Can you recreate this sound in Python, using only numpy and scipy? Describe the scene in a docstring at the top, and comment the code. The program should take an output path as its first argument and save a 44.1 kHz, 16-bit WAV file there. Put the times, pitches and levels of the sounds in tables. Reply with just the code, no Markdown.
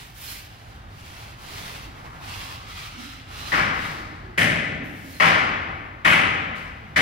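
"""In a bare concrete room a mason smooths wet mortar with a hand float and a steel trowel.
Enveloped noise and sand-grain impulses make each stroke rub, grind and hiss; stones make the trowel sing.
From half way on, heavy, even hammer blows fall out of sight, probably on a chisel in masonry:
coloured echoes clang, thud and ring on between hard walls. Soft bumps are narrow bands of noise,
and a low site rumble of shaped noise lies under it all."""
import sys
import numpy as np
from scipy import signal
from scipy.fft import rfft, irfft, next_fast_len
from scipy.io import wavfile
from scipy.ndimage import uniform_filter1d, map_coordinates

SR = 44100
rng = np.random.default_rng(int(sys.argv[2]) if len(sys.argv) > 2 else 0)


def pcm_store(signal):
    """Save signal as 16-bit PCM."""
    levels = np.round(np.clip(np.atleast_2d(signal), -1, 1) * 32767)
    wavfile.write(sys.argv[1], SR, levels.astype(np.int16).T)


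N = 309141  # length in samples, about 7 s


def amp(db):
    """Turn decibels into an amplitude factor."""
    return 10 ** (np.asarray(db) / 20)


def unit(x):
    """Scale to rms 1."""
    return x / np.sqrt(np.mean(x ** 2) + 1e-20)


def along(points, hz):
    """Read a (frequency, value) curve on a log frequency axis."""
    f, v = np.transpose(points)
    return np.interp(np.log(hz + 1), np.log(f + 1), v)


def wobble(rate):
    """A smooth random curve with rate random knots a second."""
    knots = rng.standard_normal(int(N * rate / SR) + 4)
    return map_coordinates(knots, [np.arange(N) * rate / SR])


def add(track, s, sound):
    """Mix a stereo sound into the track at time s."""
    part = track[:, round(s * SR):][:, :sound.shape[1]]
    part += sound[:, :part.shape[1]]


# how alike left and right are: (frequency [Hz], likeness [0-1])
ALIKE = [(100, .95), (250, .87), (500, .73), (1100, .66), (2000, .46), (4000, .33), (9000, .12)]
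# phase by which the left leads, negative where the right leads: (frequency [Hz], lead [rad])
LEAD = [(60, 0), (130, -.1), (250, -.3), (500, -1), (1000, -2.4), (1450, -2.5), (2000, -.6), (4000, -.2),
        (7000, -2.5), (15000, -3)]


def diffuse_stereo(pair, colour_db, pan):
    """Two unrelated signals become one coloured, partly shared left-right field; the mid has rms 1."""
    n = pair.shape[1]
    m = next_fast_len(n)
    hz = np.fft.rfftfreq(m, 1 / SR)
    a, b = rfft(pair, m) * amp(colour_db(hz))
    alike = np.clip(along(ALIKE, hz), 0, .99)
    lean = amp(along(pan, hz) / 2)  # half the level difference goes to each side
    shared = alike * np.exp(-1j * along(LEAD, hz))
    own = np.sqrt(1 - alike ** 2)
    left = a * lean
    right = (shared * a + own * b) / lean
    mid_gain = np.hypot(abs(lean + shared / lean), own / lean)  # keeps the mid's colour as asked
    out = irfft(np.array([left, right]) / mid_gain, m)[:, :n]
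    return out / out.mean(0).std()


def lift(hz, centre_hz, width_hz, db):
    """A resonance as a bump in dB, half as high at width_hz from its centre."""
    return db / (1 + ((hz - centre_hz) / width_hz) ** 2)


def gliding(note, width_hz):
    """A resonance that follows (time [s], centre [Hz], lift [dB]) rows, as a function of Hz and s."""
    s, centre, db = np.transpose(note)
    return lambda hz, t: lift(hz, np.interp(t, s, centre), width_hz, np.interp(t, s, db))


def narrow(n, centre_hz, width_hz, pan):
    """A resonance heard through the room: narrow stereo noise, 6 dB down at width_hz from its centre."""
    def colour_db(hz):
        return -20 * np.log10(1 + ((hz - centre_hz) / width_hz) ** 2)
    return diffuse_stereo(rng.standard_normal((2, n)), colour_db, pan)


def grains(n, rate, spread_db):
    """Tiny random impulses of uneven size, rate a second on average, drawn apart for each channel."""
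    hits = rng.random((2, n)) < rate / SR
    size = rng.standard_normal((2, n)) * amp(spread_db * rng.standard_normal((2, n)))
    return unit(hits * size)


def flat(hz, t):
    """No steered resonance: 0 dB everywhere."""
    return 0


def speed(start, length, fastest):
    """One stroke: the blade gathers speed and slows to a stop, 0-1."""
    peak = np.clip(fastest, .05, .97)
    turns = start + length * np.array([0, peak, 1])
    return np.sin(np.pi / 2 * np.interp(np.arange(N) / SR, turns, [0, 1, 0]))


LINGER_SHARE = 0.69  # share of a stroke's energy that comes by way of the walls


def loudness(speeds, levels_db, grows, t60):
    """Strokes sound with a power of the blade's speed and linger in the room; one gain per sample."""
    energy = sum((amp(db) * v ** grows) ** 2 for v, db in zip(speeds, levels_db))
    keep = amp(-120 / (t60 * SR))  # energy kept per sample: 60 dB lost in t60
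    lingering = signal.lfilter([1 - keep], [1, -keep], energy)
    return np.sqrt((1 - LINGER_SHARE) * energy + LINGER_SHARE * lingering)


def shifting(x, gain_db, depth_db):
    """Changing contact moves the blade's resonances about; gain_db(Hz, s) adds a steered one."""
    hz, t, z = signal.stft(x, SR, nperseg=1024)
    field = rng.standard_normal(z.shape[1:])
    for _ in range(2):
        field = uniform_filter1d(field, size=4, axis=0)
        field = uniform_filter1d(field, size=12, axis=1)
    fade = 1 / (1 + (hz[:, None] / 7000) ** 2)  # high up the resonances overlap and even out
    z = z * amp(depth_db * fade * unit(field) + gain_db(hz[:, None], t))
    return unit(signal.istft(z, SR, nperseg=1024)[1][:, :N])


# left-right balance of the mason's work: (frequency [Hz], left over right [dB])
MASON_PAN = [(150, -2), (380, -6.5), (1200, 3.5), (2400, 1), (4400, -7), (8000, -3), (15000, -5)]


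def sand(spectrum, rate, blur, depth_db, gain_db=flat):
    """Grains catching under a blade, partly blurred into a rush by the walls."""
    catches = grains(N, rate, spread_db=1.5) + blur * rng.standard_normal((2, N))
    moving = shifting(catches, gain_db, depth_db)
    return diffuse_stereo(moving, lambda hz: along(spectrum, hz), MASON_PAN)


# colours of the three parts of a stroke: (frequency [Hz], relative density [dB per Hz])
RUB = [(150, 4.5), (330, -1.5), (520, -5.5), (800, -1.5), (1150, -1.5), (1500, -4), (2200, -4.5),
       (4000, -54)]
GRIND = [(800, -18), (1400, -7.5), (2000, -0.5), (2800, 1), (4000, -2.5), (5000, -5.5), (6500, -14),
         (9000, -19.5), (16000, -38)]
HISS = [(3000, -20), (5500, 4), (7500, -0.5), (10000, 1), (13000, 0), (16000, -1.5)]
RUB_GROWS, GRIND_GROWS, HISS_GROWS = 0.58, 0.85, 0.82  # power of blade speed that each amplitude follows
RUB_T60_S, GRIND_T60_S, HISS_T60_S = 1.7, 1.1, 0.55  # how long each part lingers in the room
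TREMBLE_DB, TREMBLE_PER_S = 0.83, 35  # unsteady hand: spread of the random knots, knots a second
# grinding brightens with speed: a resonance that rises from its slow pitch
GRIND_SLOW_HZ, GRIND_RISE_HZ, GRIND_WIDTH_HZ, GRIND_LIFT_DB = 2600, 1400, 1400, 1


def blade(strokes, hollow=flat, edge=flat):
    """A blade on mortar rubs, grinds sand and hisses wetly; the hand's pressure trembles."""
    speeds = [speed(*row[:3]) for row in strokes]
    rub_db, grind_db, hiss_db = np.transpose(strokes)[3:6]
    total_speed = sum(speeds)

    def brighten(hz, t):
        centre_hz = GRIND_SLOW_HZ + GRIND_RISE_HZ * np.interp(t, np.arange(N) / SR, total_speed)
        return lift(hz, centre_hz, GRIND_WIDTH_HZ, GRIND_LIFT_DB)

    rub = sand(RUB, rate=900, blur=1.1, depth_db=0.5, gain_db=hollow)
    rub *= loudness(speeds, rub_db, RUB_GROWS, RUB_T60_S)
    grind = sand(GRIND, rate=1800, blur=1.76, depth_db=1.8, gain_db=brighten)
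    grind *= loudness(speeds, grind_db, GRIND_GROWS, GRIND_T60_S)
    hiss = sand(HISS, rate=6000, blur=1.1, depth_db=4.0, gain_db=edge)
    hiss *= loudness(speeds, hiss_db, HISS_GROWS, HISS_T60_S)
    return amp(TREMBLE_DB * wobble(TREMBLE_PER_S)) * (rub + grind + hiss)


# the trowel scrapes and scoops; levels are before the room smears them:
# (time [s], length [s], share of the length at which it is fastest [0-1, held to .05-.97],
#  rubbing [dB], grinding [dB], wet hiss [dB], lift of the edge's sizzle [dB])
SCRAPES = [(-.09, 0.15, 0.43, -47, -40, -46, -8), (0.131, .21, 0.87, -48.5, -40, -41.5, 5.5),
           (4.82, 0.23, .2, -64, -57, -58, 6), (4.92, 0.31, 0.98, -68, -49.5, -50.5, 4),
           (6.544, 0.083, .28, -57, -46.5, -53.5, -3)]
EDGE_HZ, EDGE_WIDTH_HZ = 13700, 2200  # the thin edge sizzles high


def trowel():
    """The thin steel edge shapes the hiss of its scrapes with a high resonance."""
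    sizzle = [(s, EDGE_HZ, lift_db) for s, *_, lift_db in SCRAPES]
    return blade(SCRAPES, edge=gliding(sizzle, EDGE_WIDTH_HZ))


# colour of the site rumble: (frequency [Hz], relative density [dB per Hz])
SITE = [(20, -33), (32, -18), (48, 1.5), (65, -5), (100, 0.5), (160, -11.5), (250, -17), (480, -24),
        (660, -23), (780, -18), (920, -26), (1700, -24), (4000, -36.5), (8000, -54), (16000, -54)]
# settled level, how far below it the rumble starts, and the time constant of its growth
RUMBLE_DB, RUMBLE_GROWTH_DB, RUMBLE_GROWTH_S = -43, 3.5, .95


def site():
    """Distant machines and traffic come in as an uneven rumble that grows a little, then holds."""
    pan = [(60, -1.1), (1200, 1), (6000, -2)]  # (frequency [Hz], left over right [dB])
    noise = diffuse_stereo(rng.standard_normal((2, N)), lambda hz: along(SITE, hz), pan)
    level_db = RUMBLE_DB - RUMBLE_GROWTH_DB * np.exp(-np.arange(N) / SR / RUMBLE_GROWTH_S)
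    return amp(level_db + 1.45 * wobble(3.86)) * noise


# stones catch the edge of the trowel and make it sing briefly: (time [s], level [dB])
TINGS = [(.268, -43), (5.13, -49.5)]
# modes of the trowel blade: (frequency [Hz], relative level [dB], time to fall 60 dB [s])
TROWEL_MODES = [(2750, -9, .35), (4180, 0, 0.43), (4400, -3, 0.2), (6160, -19, .2)]


def tings():
    """A short scrape feeds the thin blade's narrow modes, which swell quickly and die away."""
    out, t = np.zeros((2, N)), np.arange(SR // 2) / SR
    swell = 1 - np.exp(-t / 0.0055)
    for s, db in TINGS:
        for mode_hz, mode_db, t60 in TROWEL_MODES:
            fall = amp(db + mode_db - 60 * t / t60)
            add(out, s, fall * swell * narrow(len(t), mode_hz, 80, MASON_PAN))
    return out


# the float sweeps to and fro; levels are before the room smears them:
# (time [s], length [s], share of the length at which it is fastest [0-1],
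#  rubbing [dB], grinding [dB], wet hiss [dB], hollow note [Hz], lift of the note [dB])
SWEEPS = [(.44, 0.44, 0.41, -63, -57, -65, 900, -3), (0.865, 0.45, 0.73, -47, -46.5, -54, 850, 0.5),
          (1.355, 0.52, 0.4, -42.5, -41, -48.5, 960, 1), (1.896, 0.41, 0.24, -45, -54.5, -62.5, 1000, 0.5),
          (2.176, 0.44, 0.45, -46, -39.5, -49, 1080, 7.5), (2.643, .25, 0.61, -49.5, -39, -50.5, 1260, 10),
          (2.961, 0.21, 0.23, -55, -41, -53, 1340, 15.5), (3.26, 0.38, 0.6, -42.5, -37, -48, 1240, 6),
          (3.705, 0.3, 0.46, -40, -41, -52, 1210, 0)]
NOTE_WIDTH_HZ = 190  # the hollow under the float


def hand_float():
    """The hollow under the float has a note that glides from one sweep to the next."""
    note = [(s + length / 2, note_hz, lift_db) for s, length, *_, note_hz, lift_db in SWEEPS]
    return blade(SWEEPS, hollow=gliding(note, NOTE_WIDTH_HZ))


# soft bumps of the tools and shifting feet:
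# (time [s], level [dB, before the common 8.5 dB boost and the envelope], centre [Hz])
BUMPS = [(1.48, -56, 406), (1.58, -57, 193), (1.85, -55, 285), (2.3, -60, 250), (2.941, -46.5, 262),
         (3.95, -49.5, 305), (4.219, -49.5, 364), (4.761, -43, 284), (5.02, -49.5, 270),
         (5.761, -51.5, 290)]


def bumps():
    """Dull pushes on the floor wake a narrow band of the room's low modes."""
    out, t = np.zeros((2, N)), np.arange(SR) / SR
    swell = 1 - np.exp(-t / 0.042)
    for s, db, centre_hz in BUMPS:
        fall = amp(db + 8.5 - 60 * t / 0.86)
        add(out, s, fall * swell * narrow(len(t), centre_hz, 29, MASON_PAN))
    return out


# how long the hard walls ring: (frequency [Hz], time to fall 60 dB [s])
HALL = [(80, 0.89), (200, 2.32), (550, 1.57), (1400, 1.46), (2200, 1.37), (4000, 1.105), (7000, 0.82),
        (14000, 0.4)]


def hall_decay(x, hold):
    """Reflections pile up, the bass most slowly; after hold seconds each frequency dies at its own speed."""
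    hz, t, z = signal.stft(x, SR, nperseg=256)
    age = np.maximum(t - hold, 0)
    build = 1 - np.exp(-(t + 0.006) * (hz[:, None] + 40) / 5)
    fall = amp(-60 * age / along(HALL, hz)[:, None])
    return signal.istft(z * build * fall, SR, nperseg=256)[1][:, :x.shape[1]]


# hammer blows, each landing a little differently; the level is before build-up and decay:
# (time [s], level [dB], thud [dB], body [dB], knock [dB], edge [dB], ping [dB], crack [dB],
#  wait before the tail starts to fall [s])
BLOWS = [(3.519, -21, -.5, -2.5, -2.5, -5.5, 0, -6.5, 0.07), (4.376, -18, 3.5, 0, -11, -1.5, -.5, 6, 0.046),
         (5.199, -16.5, -4, 0.5, -1, -2.5, .5, -2.5, 0.086), (6.047, -16, -1.5, -1.5, -2, 1, -2, 2, 0.083),
         (6.960, -17, -3.5, -4, -10, -4, 0.5, -0.5, 0.076)]
# centres of thud, body, knock, clang, edge, ping and crack: (frequency [Hz])
BLOW_HZ = [170, 650, 1150, 1750, 2800, 5000, 9000]
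# colour that all blows share: (frequency [Hz], relative density [dB per Hz])
IMPACT = [(40, -32), (75, -11), (165, -8), (380, -13), (470, -13), (620, -13), (850, -10), (1250, -4.5),
          (1700, -5.5), (2100, -2), (3000, -9), (4000, -20), (5400, -24.5), (7400, -34), (9000, -33),
          (15500, -44)]
# resonances that the blows wake, the room's below 800 Hz and the steel's above:
# (centre [Hz], half-width [Hz], lift [dB])
RING = [(97, 28, 7), (164.5, 9.6, 8), (219, 8.2, 3), (279, 56, 4), (610, 70, 5), (781, 13, 6),
        (1082, 17, 3), (1287, 22, 1.5), (1680, 11, 3.5), (1794, 30, 3), (2010, 20, 6.5), (2210, 9.9, 3.5),
        (2290, 17, 4), (2510, 10, 4), (2660, 3.3, 0), (3030, 38, 3)]
# left-right balance of the hammer: (frequency [Hz], left over right [dB])
HAMMER_PAN = [(100, -1), (220, 2.5), (600, 1), (1200, 5), (2100, 5.2), (4000, -1.2), (9000, -3)]


def hammer():
    """Each blow comes by way of the walls: a first crack, then separate slaps thicken into a long tail."""
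    out, t = np.zeros((2, N)), np.arange(SR * 3 // 2) / SR
    early = 0.42 * np.exp(-t / 0.23)  # share of the energy in separate echoes
    attack = 1 - np.exp(-t / 0.0025)
    for s, db, thud_db, body_db, knock_db, edge_db, ping_db, crack_db, hold in BLOWS:
        slaps = np.sqrt(early) * grains(len(t), rate=1800, spread_db=3.0)
        wash = np.sqrt(1 - early) * rng.standard_normal((2, len(t)))
        echoes = slaps + wash
        echoes[:, SR // 800] += 9  # the shortest path
        # the clang is the 0 dB reference of each blow
        contact = list(zip(BLOW_HZ, [thud_db, body_db, knock_db, 0, edge_db, ping_db, crack_db]))

        def colour_db(hz):
            ring_db = sum(lift(hz, *mode) for mode in RING)
            return along(IMPACT, hz) + along(contact, hz) + ring_db

        tail = hall_decay(diffuse_stereo(echoes, colour_db, HAMMER_PAN), hold)
        # the nearest walls pass on the steel's first clang before the room fills
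        clang = narrow(len(t), centre_hz=1900, width_hz=96, pan=HAMMER_PAN)
        clang *= amp(-2.0 - 60 * t / 0.2)
        add(out, s, amp(db) * (tail + clang) * attack)
    return out


def scene():
    """Mix all the sources."""
    return trowel() + site() + tings() + hand_float() + bumps() + hammer()


TOP_HZ = 15800  # band limit


def record(dry):
    """The highest peaks are rounded off and nothing is kept from the band limit up."""
    held = dry / (1 + np.abs(dry) ** 6) ** (1 / 6)
    m = next_fast_len(N + SR // 2)
    passed = np.fft.rfftfreq(m, 1 / SR) < TOP_HZ
    return irfft(rfft(held, m) * passed, m)[:, :N]


dry = scene()
out = record(dry)
pcm_store(out)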